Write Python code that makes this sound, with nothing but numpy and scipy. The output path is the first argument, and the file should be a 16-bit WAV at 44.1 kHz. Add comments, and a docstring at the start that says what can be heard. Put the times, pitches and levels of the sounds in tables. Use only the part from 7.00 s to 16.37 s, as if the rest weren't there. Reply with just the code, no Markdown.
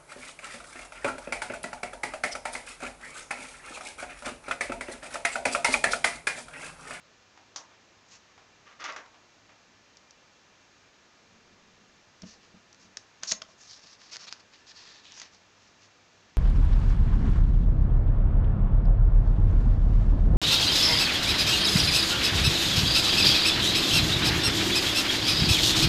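"""Hollow knocks and a rough drag, a little way off: something is picked up and shuffled in a quiet room.
A sleeve brushes a drawing desk and hands land on it, ringing its low modes. Close up, a sheet of paper
buckles with sharp cracks, is jerked loose and is smoothed down, its fibres catching under the fingers.
The paper is almost dry and the far handling is roomy; under both lies a bed of hiss and faint hum."""
import sys
import numpy as np
from scipy import signal
from scipy.fft import rfft, irfft
from scipy.io import wavfile
from scipy.ndimage import uniform_filter1d

SR = 44100
rng = np.random.default_rng(int(sys.argv[2]) if len(sys.argv) > 2 else 0)


def materialize(psi):
    """Save the field psi as 16-bit PCM at rate SR to the path in sys.argv[1].

    A 1-D psi becomes a single channel; in a 2-D psi each row is a channel.
    """
    bounded = np.clip(np.atleast_2d(psi).T, -1, 1)
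    quanta = np.round(bounded * 32767).astype(np.int16)
    wavfile.write(sys.argv[1], SR, quanta)


N = 413216
TIME = np.arange(N) / SR

# Cue lists; their levels are trims ahead of each layer's EQ and gain.
# the sheet buckles: (time [s], crack [dB], flap [dB], crinkle decay [s], crack [Hz], flap [Hz])
SNAP_CUES = [(2.9706, -35, -65, 0.0031, 5100, 891), (3.1083, -36, -59, 0.0036, 5930, 993),
             (5.2198, -30, -50.5, 0.0027, 5550, 1370), (5.7286, -37, -63, 0.0015, 5900, 775),
             (5.7459, -41, -55, 0.0014, 4460, 1880), (5.971, -17.5, -38, 0.0022, 5370, 1730),
             (6.2342, -14, -33, 0.002, 6200, 1530), (6.3051, -18, -50, 0.0043, 5700, 1120),
             (6.3118, -15, -53, 0.0017, 5470, 1710), (6.317, -23, -29.5, 0.0014, 6500, 1950),
             (6.3204, -6.5, -40, 0.0023, 6560, 1130), (6.3236, -22, -38.5, 0.0025, 6350, 610),
             (6.4191, -31, -41, 0.0011, 5550, 1180), (7.017, -39, -49.5, 0.002, 4540, 1750),
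             (7.1593, -28, -40, 0.0029, 5040, 1680), (7.1678, -22.5, -41, 0.0015, 4540, 1930),
             (7.3258, -19.5, -35, 0.0011, 4900, 1560), (8.121, -32, -49, 0.0013, 5900, 2160),
             (8.1988, -26, -54, 0.0017, 6250, 1650), (8.2169, -24, -41, 0.0023, 6270, 2060),
             (8.3479, -41, -58, 0.0015, 5380, 1640)]
# paper jerks over paper: (time [s], length [s], hiss [dB], body [dB], sheet resonance [Hz])
SLIP_CUES = [(5.226, 0.02, -62, -55.5, 5500), (6.222, 0.022, -51, -49, 5430),
             (6.228, 0.044, -44, -51, 6800), (6.266, 0.048, -31, -52, 5970),
             (6.311, 0.016, -25.5, -36.5, 6300), (6.315, 0.026, -35, -45, 6500),
             (6.417, 0.0066, -34.5, -39, 5660), (7.108, 0.06, -40, -50, 5100),
             (7.182, 0.088, -46.5, -54, 5130), (7.263, 0.039, -41.5, -49, 3950),
             (7.302, 0.042, -50, -55, 5000), (7.39, 0.025, -55, -61, 4800), (7.752, 0.037, -51, -60, 4500),
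             (8.164, 0.049, -48, -69, 6140), (8.21, 0.034, -48, -53.5, 4200)]
# finger strokes: (time [s], length [s], hiss [dB], body [dB], starting sheet resonance [Hz])
SLIDE_CUES = [(1.07, 0.13, -58, -70, 6900), (1.11, 0.073, -51, -53, 6860), (5.24, 0.14, -53.5, -59.5, 5900),
              (5.406, 0.071, -56.5, -59, 5900), (5.783, 0.11, -58, -65, 6200),
              (6.48, 0.075, -56.5, -67, 6300), (6.575, 0.16, -52.5, -61.5, 6700),
              (6.678, 0.11, -49, -62.5, 5400), (6.748, 0.1, -56.5, -63, 5700),
              (6.808, 0.125, -54, -59.5, 5300), (6.895, 0.08, -50, -56.5, 5500),
              (6.978, 0.17, -55, -59.5, 5230), (7.31, 0.125, -61, -63, 5200),
              (7.514, 0.09, -56, -55.5, 4830), (7.576, 0.083, -63, -63, 4800),
              (7.656, 0.091, -49, -54.5, 4800), (7.738, 0.16, -50.5, -54, 4900),
              (7.842, 0.21, -51, -54, 4450), (8.022, 0.18, -51, -59, 3350),
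              (8.14, 0.16, -53.5, -53.5, 5800), (8.308, 0.09, -57, -75, 5600),
              (8.576, 0.17, -64, -68, 5770), (8.8, 0.09, -57.5, -61, 6000)]
# hits on the desk, soft from the hands, hard from the sheet: (time [s], level [dB], contact [s])
THUMP_CUES = [(5.222, -46, 0.0036), (5.233, -33, 0.0037), (5.542, -42, 0.004), (5.847, -49, .004),
              (6.235, -60.5, 0.00086), (6.319, -44, 0.00099), (6.42, -57.5, 0.00044), (6.488, -62, 0.00098),
              (6.842, -64, 0.001), (8.331, -40, .011)]
# a sleeve crosses the desk: (time [s], length [s], level [dB])
SLEEVE_CUES = [(4.15, 0.99, -66), (5.2, 0.42, -66), (5.68, 0.37, -69)]
# far knocks: (time [s], tick [dB], hollow body [dB], contact decay [s], tick [Hz], body [Hz])
KNOCK_CUES = [(0.3748, -51, -49, 0.0035, 6010, 891), (0.5602, -26.5, -38.5, 0.0055, 5940, 1150),
              (1.3775, -54, -49.5, 0.0071, 5030, 950), (1.8025, -41, -52, 0.014, 4820, 1260),
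              (1.8411, -32, -41, 0.0066, 5840, 1960), (1.887, -54, -40, 0.0043, 4120, 1210),
              (1.9235, -41, -54, 0.0021, 5100, 1390), (1.9626, -36.5, -35.5, 0.0058, 5700, 1450),
              (2.0612, -54, -52, 0.003, 4030, 1210), (2.143, -58, -53.5, 0.003, 5120, 762),
              (2.4925, -58, -51, 0.0081, 4820, 795)]
# far shoves that drag something along: (time [s], length [s], level [dB])
SHOVE_CUES = [(0.698, 0.09, -64.5), (1.265, 0.046, -67), (1.65, 0.097, -56), (1.79, 0.066, -43),
              (1.836, 0.044, -36), (1.873, 0.049, -37), (1.955, 0.055, -48.5), (2.135, 0.036, -59),
              (2.495, 0.033, -64)]

# EQ curves: (frequency [Hz], relative level [dB])
CRACK_EQ = [(500, -51), (2200, -19.5), (3500, -4), (4800, 0), (5700, 0), (6700, -1.5), (7500, -10),
            (8500, -28.5), (11000, -45.5), (16000, -64)]  # bright edge of a snap or knock
FLAP_EQ = [(60, -22), (250, -7.5), (420, -9), (620, -5), (800, -5.5), (1150, -2), (1700, -2.5), (2600, 0.5),
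           (4000, -4), (7000, -25.5), (10000, -72)]  # midrange of the flapping sheet
HISS_EQ = [(500, -44), (2000, -26), (3200, -9), (4400, 2.5), (5500, 1.5), (6700, 1), (7500, -8),
           (8600, -27), (11000, -36.5), (16000, -61)]  # top end of paper friction
FIBRE_EQ = [(500, -27), (1500, -5.5), (2600, 4), (4500, 1.5), (6600, -1), (7500, -8), (8600, -26.5),
            (11000, -51.5), (16000, -50.5)]  # fibres ringing the sheet
RUB_EQ = [(80, -13), (300, -13), (650, -12), (1100, -1.5), (1450, -6.5), (1800, 3), (2150, -1), (2700, 5),
          (3800, -9.5), (6000, -52), (10000, -59)]  # body of skin pressing on paper
SLEEVE_EQ = [(30, -7), (90, -19), (140, -12), (210, 3), (300, -11), (450, -6.5), (900, -33), (3000, -40),
             (9000, -77)]  # dull brush of cloth
HOLLOW_EQ = [(80, -38), (300, -5), (450, -8), (700, -1.5), (1200, -0.5), (1650, -1.5), (2000, -0.5),
             (2900, -6), (4500, -16.5), (6500, -16), (8600, -70), (12000, -77)]  # body of the knocked object
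SCRAPE_EQ = [(80, -26), (220, -27.5), (320, -10.5), (450, -7.5), (680, -4.5), (900, -7), (1200, 3.5),
             (1600, -2), (2000, -1.5), (2900, -6.5), (4500, -15), (6500, -17), (8300, -55), (12000, -69)]  # rasp of the drag
AIR_EQ = [(20, -21), (32, -11), (70, -6.5), (120, -6), (200, -3.5), (300, -4), (420, -5), (540, -5),
          (1700, -7), (3200, -10.5), (6600, -12), (7700, -23), (8400, -35.5), (9000, -48.5), (15500, -45)]  # room hiss

# ring of the desk: (frequency [Hz], relative level [dB], t60 [s])
DESK_MODES = [(61, -25, 0.36), (89.6, -13, 0.15), (189, -2, 0.11), (221.2, -4.5, 0.17), (282, -6.5, 0.12),
              (503, -1, 0.096), (636, 11, 0.044), (1075, 11.5, 0.045), (1153, 7.5, .05)]
# narrow noise bands of the hum: (frequency [Hz], width per filter pass [Hz], level [dB])
HUM_BANDS = [(100.3, 12, -77.5), (1235, 26, -80.5), (1740, 66, -77.5), (2389, 50, -77.5), (2718, 55, -78.5)]
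# reverb time of the room: (frequency [Hz], t60 [s])
ROOM_DECAY = [(250, 0.22), (700, 0.45), (1700, 0.27), (4600, 0.15), (8000, 0.17)]

GRIP_DB, GRIP_HZ = 1.4, 55  # skin grips unevenly: rms depth and bandwidth of the flutter
SHEET_SAG_OCT_PER_S = 1.1  # the sheet's resonance sinks as the fingers travel
AIR_DB, HIGH_CUT_HZ = -60.5, 15700


def sheet_snaps():
    """The sheet buckles with a sharp crack while its surface flaps."""
    crack, flap = impacts(SNAP_CUES, click=5.0, treble_width_hz=410, body_width_hz=320, ring=1.63)
    return colour(amp(5.0) * crack, CRACK_EQ) + colour(amp(17.5) * flap, FLAP_EQ)


def sheet_slips():
    """Short jerks of paper over paper: dense tiny catches ring the free part of the sheet."""
    hiss, body = np.zeros(N), np.zeros(N)
    grain = friction(per_s=4000, spread_db=1.0, smooth=0.26)
    for start, length, hiss_db, body_db, hz in SLIP_CUES:
        stroke = evened(grain[round(start * SR):][:round(length * SR)])
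        stroke *= signal.windows.tukey(len(stroke), 0.6)
        stroke = np.pad(stroke, (0, 512))  # space to ring out
        add(hiss, start, amp(hiss_db) * (0.16 * stroke + 0.87 * resonate(stroke, hz, width=1300)))
        add(body, start, amp(body_db) * stroke)
    return colour(hiss, HISS_EQ) + colour(body, FLAP_EQ)


def finger_slides():
    """Skin smooths the sheet: fine friction gives a hiss, a sinking resonance and a lower rub."""
    grip_lowpass = np.exp(-(np.fft.rfftfreq(N, 1 / SR) / GRIP_HZ) ** 2)
    grip = evened(irfft(rfft(rng.standard_normal(N)) * grip_lowpass, N))
    grain = friction(per_s=1500, spread_db=4, smooth=0.99) * amp(GRIP_DB * grip)
    hiss, body, sheet_hz = np.zeros(N), np.zeros(N), np.zeros(N)
    for start, length, hiss_db, body_db, hz in SLIDE_CUES:
        # the fingers speed up, slow gradually and lift
        stroke = grain * motion(start, length, attack_s=0.035, release_s=0.061, fade_db_per_s=-21)
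        hiss += amp(hiss_db) * stroke
        body += amp(body_db) * stroke
        sag_oct = SHEET_SAG_OCT_PER_S * np.clip(TIME - start, 0, length)
        sheet_hz = np.where(TIME >= start, hz * 2 ** -sag_oct, sheet_hz)
    singing = colour(resonate(hiss, sheet_hz, width=2120), FIBRE_EQ)
    return amp(-12.5) * colour(hiss, HISS_EQ) + amp(2.5) * singing + amp(1.0) * colour(body, RUB_EQ)


def desk_thumps():
    """Hits ring the desk; a soft, long contact reaches only its low modes."""
    t, thumps = np.arange(SR // 2) / SR, np.zeros(N)
    for start, db, contact in THUMP_CUES:
        ring = sum(amp(mode_db - 60 * t / t60) * np.sin(2 * np.pi * hz * t) / (1 + (hz * contact) ** 3)
                   for hz, mode_db, t60 in DESK_MODES)
        attack = 1 - np.exp(-t / (0.53 * contact))
        add(thumps, start, amp(db) * ring * attack)
    return thumps


def sleeve_sweeps():
    """Cloth brushes the desk in dull swells as an arm starts and stops gently."""
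    swells = sum(amp(db) * motion(start, length, attack_s=0.23, release_s=0.25, fade_db_per_s=-5)
                 for start, length, db in SLEEVE_CUES)
    return colour(swells * rng.standard_normal(N), SLEEVE_EQ)


def far_knocks():
    """Things are bumped: each contact is a bright tick over a hollow body."""
    tick, body = impacts(KNOCK_CUES, click=2.1, treble_width_hz=810, body_width_hz=350, ring=1.0)
    return colour(amp(14.0) * tick, CRACK_EQ) + colour(amp(19.0) * body, HOLLOW_EQ)


def far_drag():
    """Something scrapes along in shoves, each breaking free quickly and running out."""
    pressure = sum(amp(db) * motion(start, length, attack_s=0.018, release_s=0.02, fade_db_per_s=-36)
                   for start, length, db in SHOVE_CUES)
    catches = pressure * friction(per_s=700, spread_db=1.0, smooth=0.92)
    # only the hardest pushes make the supporting surface groan
    hard_catches = catches * pressure / pressure.max()
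    groan = resonate(resonate(hard_catches, 360, width=150), 350, width=150)
    return amp(0.5) * colour(catches, SCRAPE_EQ) + amp(3.5) * groan


def room_reverb(x, onset_s, size=32768):
    """Dense reflections that build up quickly, each band dying at its own speed."""
    spectrum = rfft(rng.standard_normal(size))
    hz, t, bands = signal.stft(irfft(spectrum / abs(spectrum)), SR, nperseg=256)
    tail = signal.istft(bands * amp(-60 * t / curve_at(ROOM_DECAY, hz)[:, None]), SR)[1]
    build_up = 1 - np.exp(-(np.arange(len(tail)) / SR / onset_s) ** 2)
    spectrum = rfft(tail * build_up)
    # a furnished room favours no single pitch
    power = abs(spectrum) ** 2
    flatten = np.sqrt(uniform_filter1d(power, size=600) / uniform_filter1d(power, size=40))
    tail = (irfft(spectrum * flatten) * build_up)[:size * 3 // 4]
    return signal.oaconvolve(x, tail / np.linalg.norm(tail))[:N]


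def room_tone():
    """A steady bed of hiss with a faint wavering hum."""
    air_gain = amp(curve_at(AIR_EQ, np.fft.rfftfreq(N, 1 / SR)))
    air = irfft(rfft(rng.standard_normal(N)) * air_gain, N)
    noise = rng.standard_normal(N)
    hum = sum(amp(db) * evened(resonate(resonate(noise, hz, width), hz, width))
              for hz, width, db in HUM_BANDS)
    return amp(AIR_DB) * evened(air) + hum


def impacts(cues, click, treble_width_hz, body_width_hz, ring, size=2048):
    """Each hit is a click and a spray of smaller ones ringing the spot struck; returns treble, body."""
    treble, body = np.zeros(N), np.zeros(N)
    for start, treble_db, body_db, decay_s, treble_hz, body_hz in cues:
        push = crinkle(rng.standard_normal(size) + click * signal.unit_impulse(size), decay_s)
        add(treble, start, amp(treble_db) * (push + ring * resonate(push, treble_hz, treble_width_hz)))
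        add(body, start, amp(body_db) * (push + ring * resonate(push, body_hz, body_width_hz)))
    return treble, body


def crinkle(noise, decay_s):
    """A dying spray of tiny clicks, even in colour and of energy 1."""
    fade = np.exp(-np.arange(len(noise)) / SR / max(decay_s, 1e-4))
    spectrum = rfft(noise * fade)
    spray = irfft(spectrum / (abs(spectrum) + 1e-12)) * fade ** (1 / 4)
    return spray / np.linalg.norm(spray)


def friction(per_s, spread_db, smooth):
    """Fibres catch and let go: clicks of uneven size over a smooth rush."""
    strength = amp(spread_db * np.minimum(rng.exponential(1, N), 4))
    clicks = strength * rng.choice([-1, 1], N) * (rng.random(N) < per_s / SR)
    return evened(evened(clicks) + smooth * rng.standard_normal(N))


def motion(start, length, attack_s, release_s, fade_db_per_s):
    """Envelope of one gesture: it swells, holds while fading a little, and stops."""
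    age = np.clip(TIME - start, 0, length)
    ramps = np.minimum(age / attack_s, 1) * np.minimum((length - age) / release_s, 1)
    return ramps * amp(fade_db_per_s * age)


def resonate(x, hz, width):
    """A resonance of gain 1, `width` Hz wide, that can follow a moving frequency."""
    carrier = np.exp(2j * np.pi * np.cumsum(hz * np.ones(len(x))) / SR)
    pole = np.exp(-np.pi * width / SR)
    return 2 * (carrier * signal.lfilter([1 - pole], [1, -pole], x / carrier + 1e-18)).real


def colour(x, eq, size=4096):
    """Applies an EQ curve as a minimum-phase filter of energy 1."""
    log_gain = np.log(amp(curve_at(eq, abs(np.fft.fftfreq(size, 1 / SR)))))
    response = np.exp(np.conj(signal.hilbert(log_gain)))
    taps = np.fft.ifft(response).real[:size // 2]
    return signal.oaconvolve(x, taps / np.linalg.norm(taps))[:N]


def curve_at(points, hz):
    """Reads a curve on a log-frequency axis."""
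    point_hz, value = np.transpose(points)
    return np.interp(np.log(hz + 1), np.log(point_hz + 1), value)


def amp(db):
    """Decibels to gain."""
    return 10 ** (np.asarray(db) / 20)


def evened(x):
    """Scales to rms 1."""
    return x / np.sqrt(np.mean(x ** 2) + 1e-20)


def add(mix, start_s, sound):
    """Drops a sound into the mix at its cue."""
    part = mix[round(start_s * SR):][:len(sound)]
    part += sound[:len(part)]


def scene():
    """Mono mix: paper and desk almost dry, the far handling wet, room tone underneath."""
    near = sheet_snaps() + sheet_slips() + finger_slides() + desk_thumps() + sleeve_sweeps()
    near_reverb = amp(-12) * room_reverb(near, onset_s=0.0011)
    knocks, drag = far_knocks(), far_drag()
    far_reverb = room_reverb(amp(-2.5) * knocks + amp(-5) * drag, onset_s=0.0037)
    return (near + near_reverb + knocks + drag + far_reverb + room_tone())[None]


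def record(dry):
    """The recorder's band limit: a steep high cut."""
    high_cut = signal.firwin(511, HIGH_CUT_HZ, window=("kaiser", 9), fs=SR)
    return signal.oaconvolve(dry, high_cut[None], "same")


dry = scene()
out = record(dry)
materialize(out)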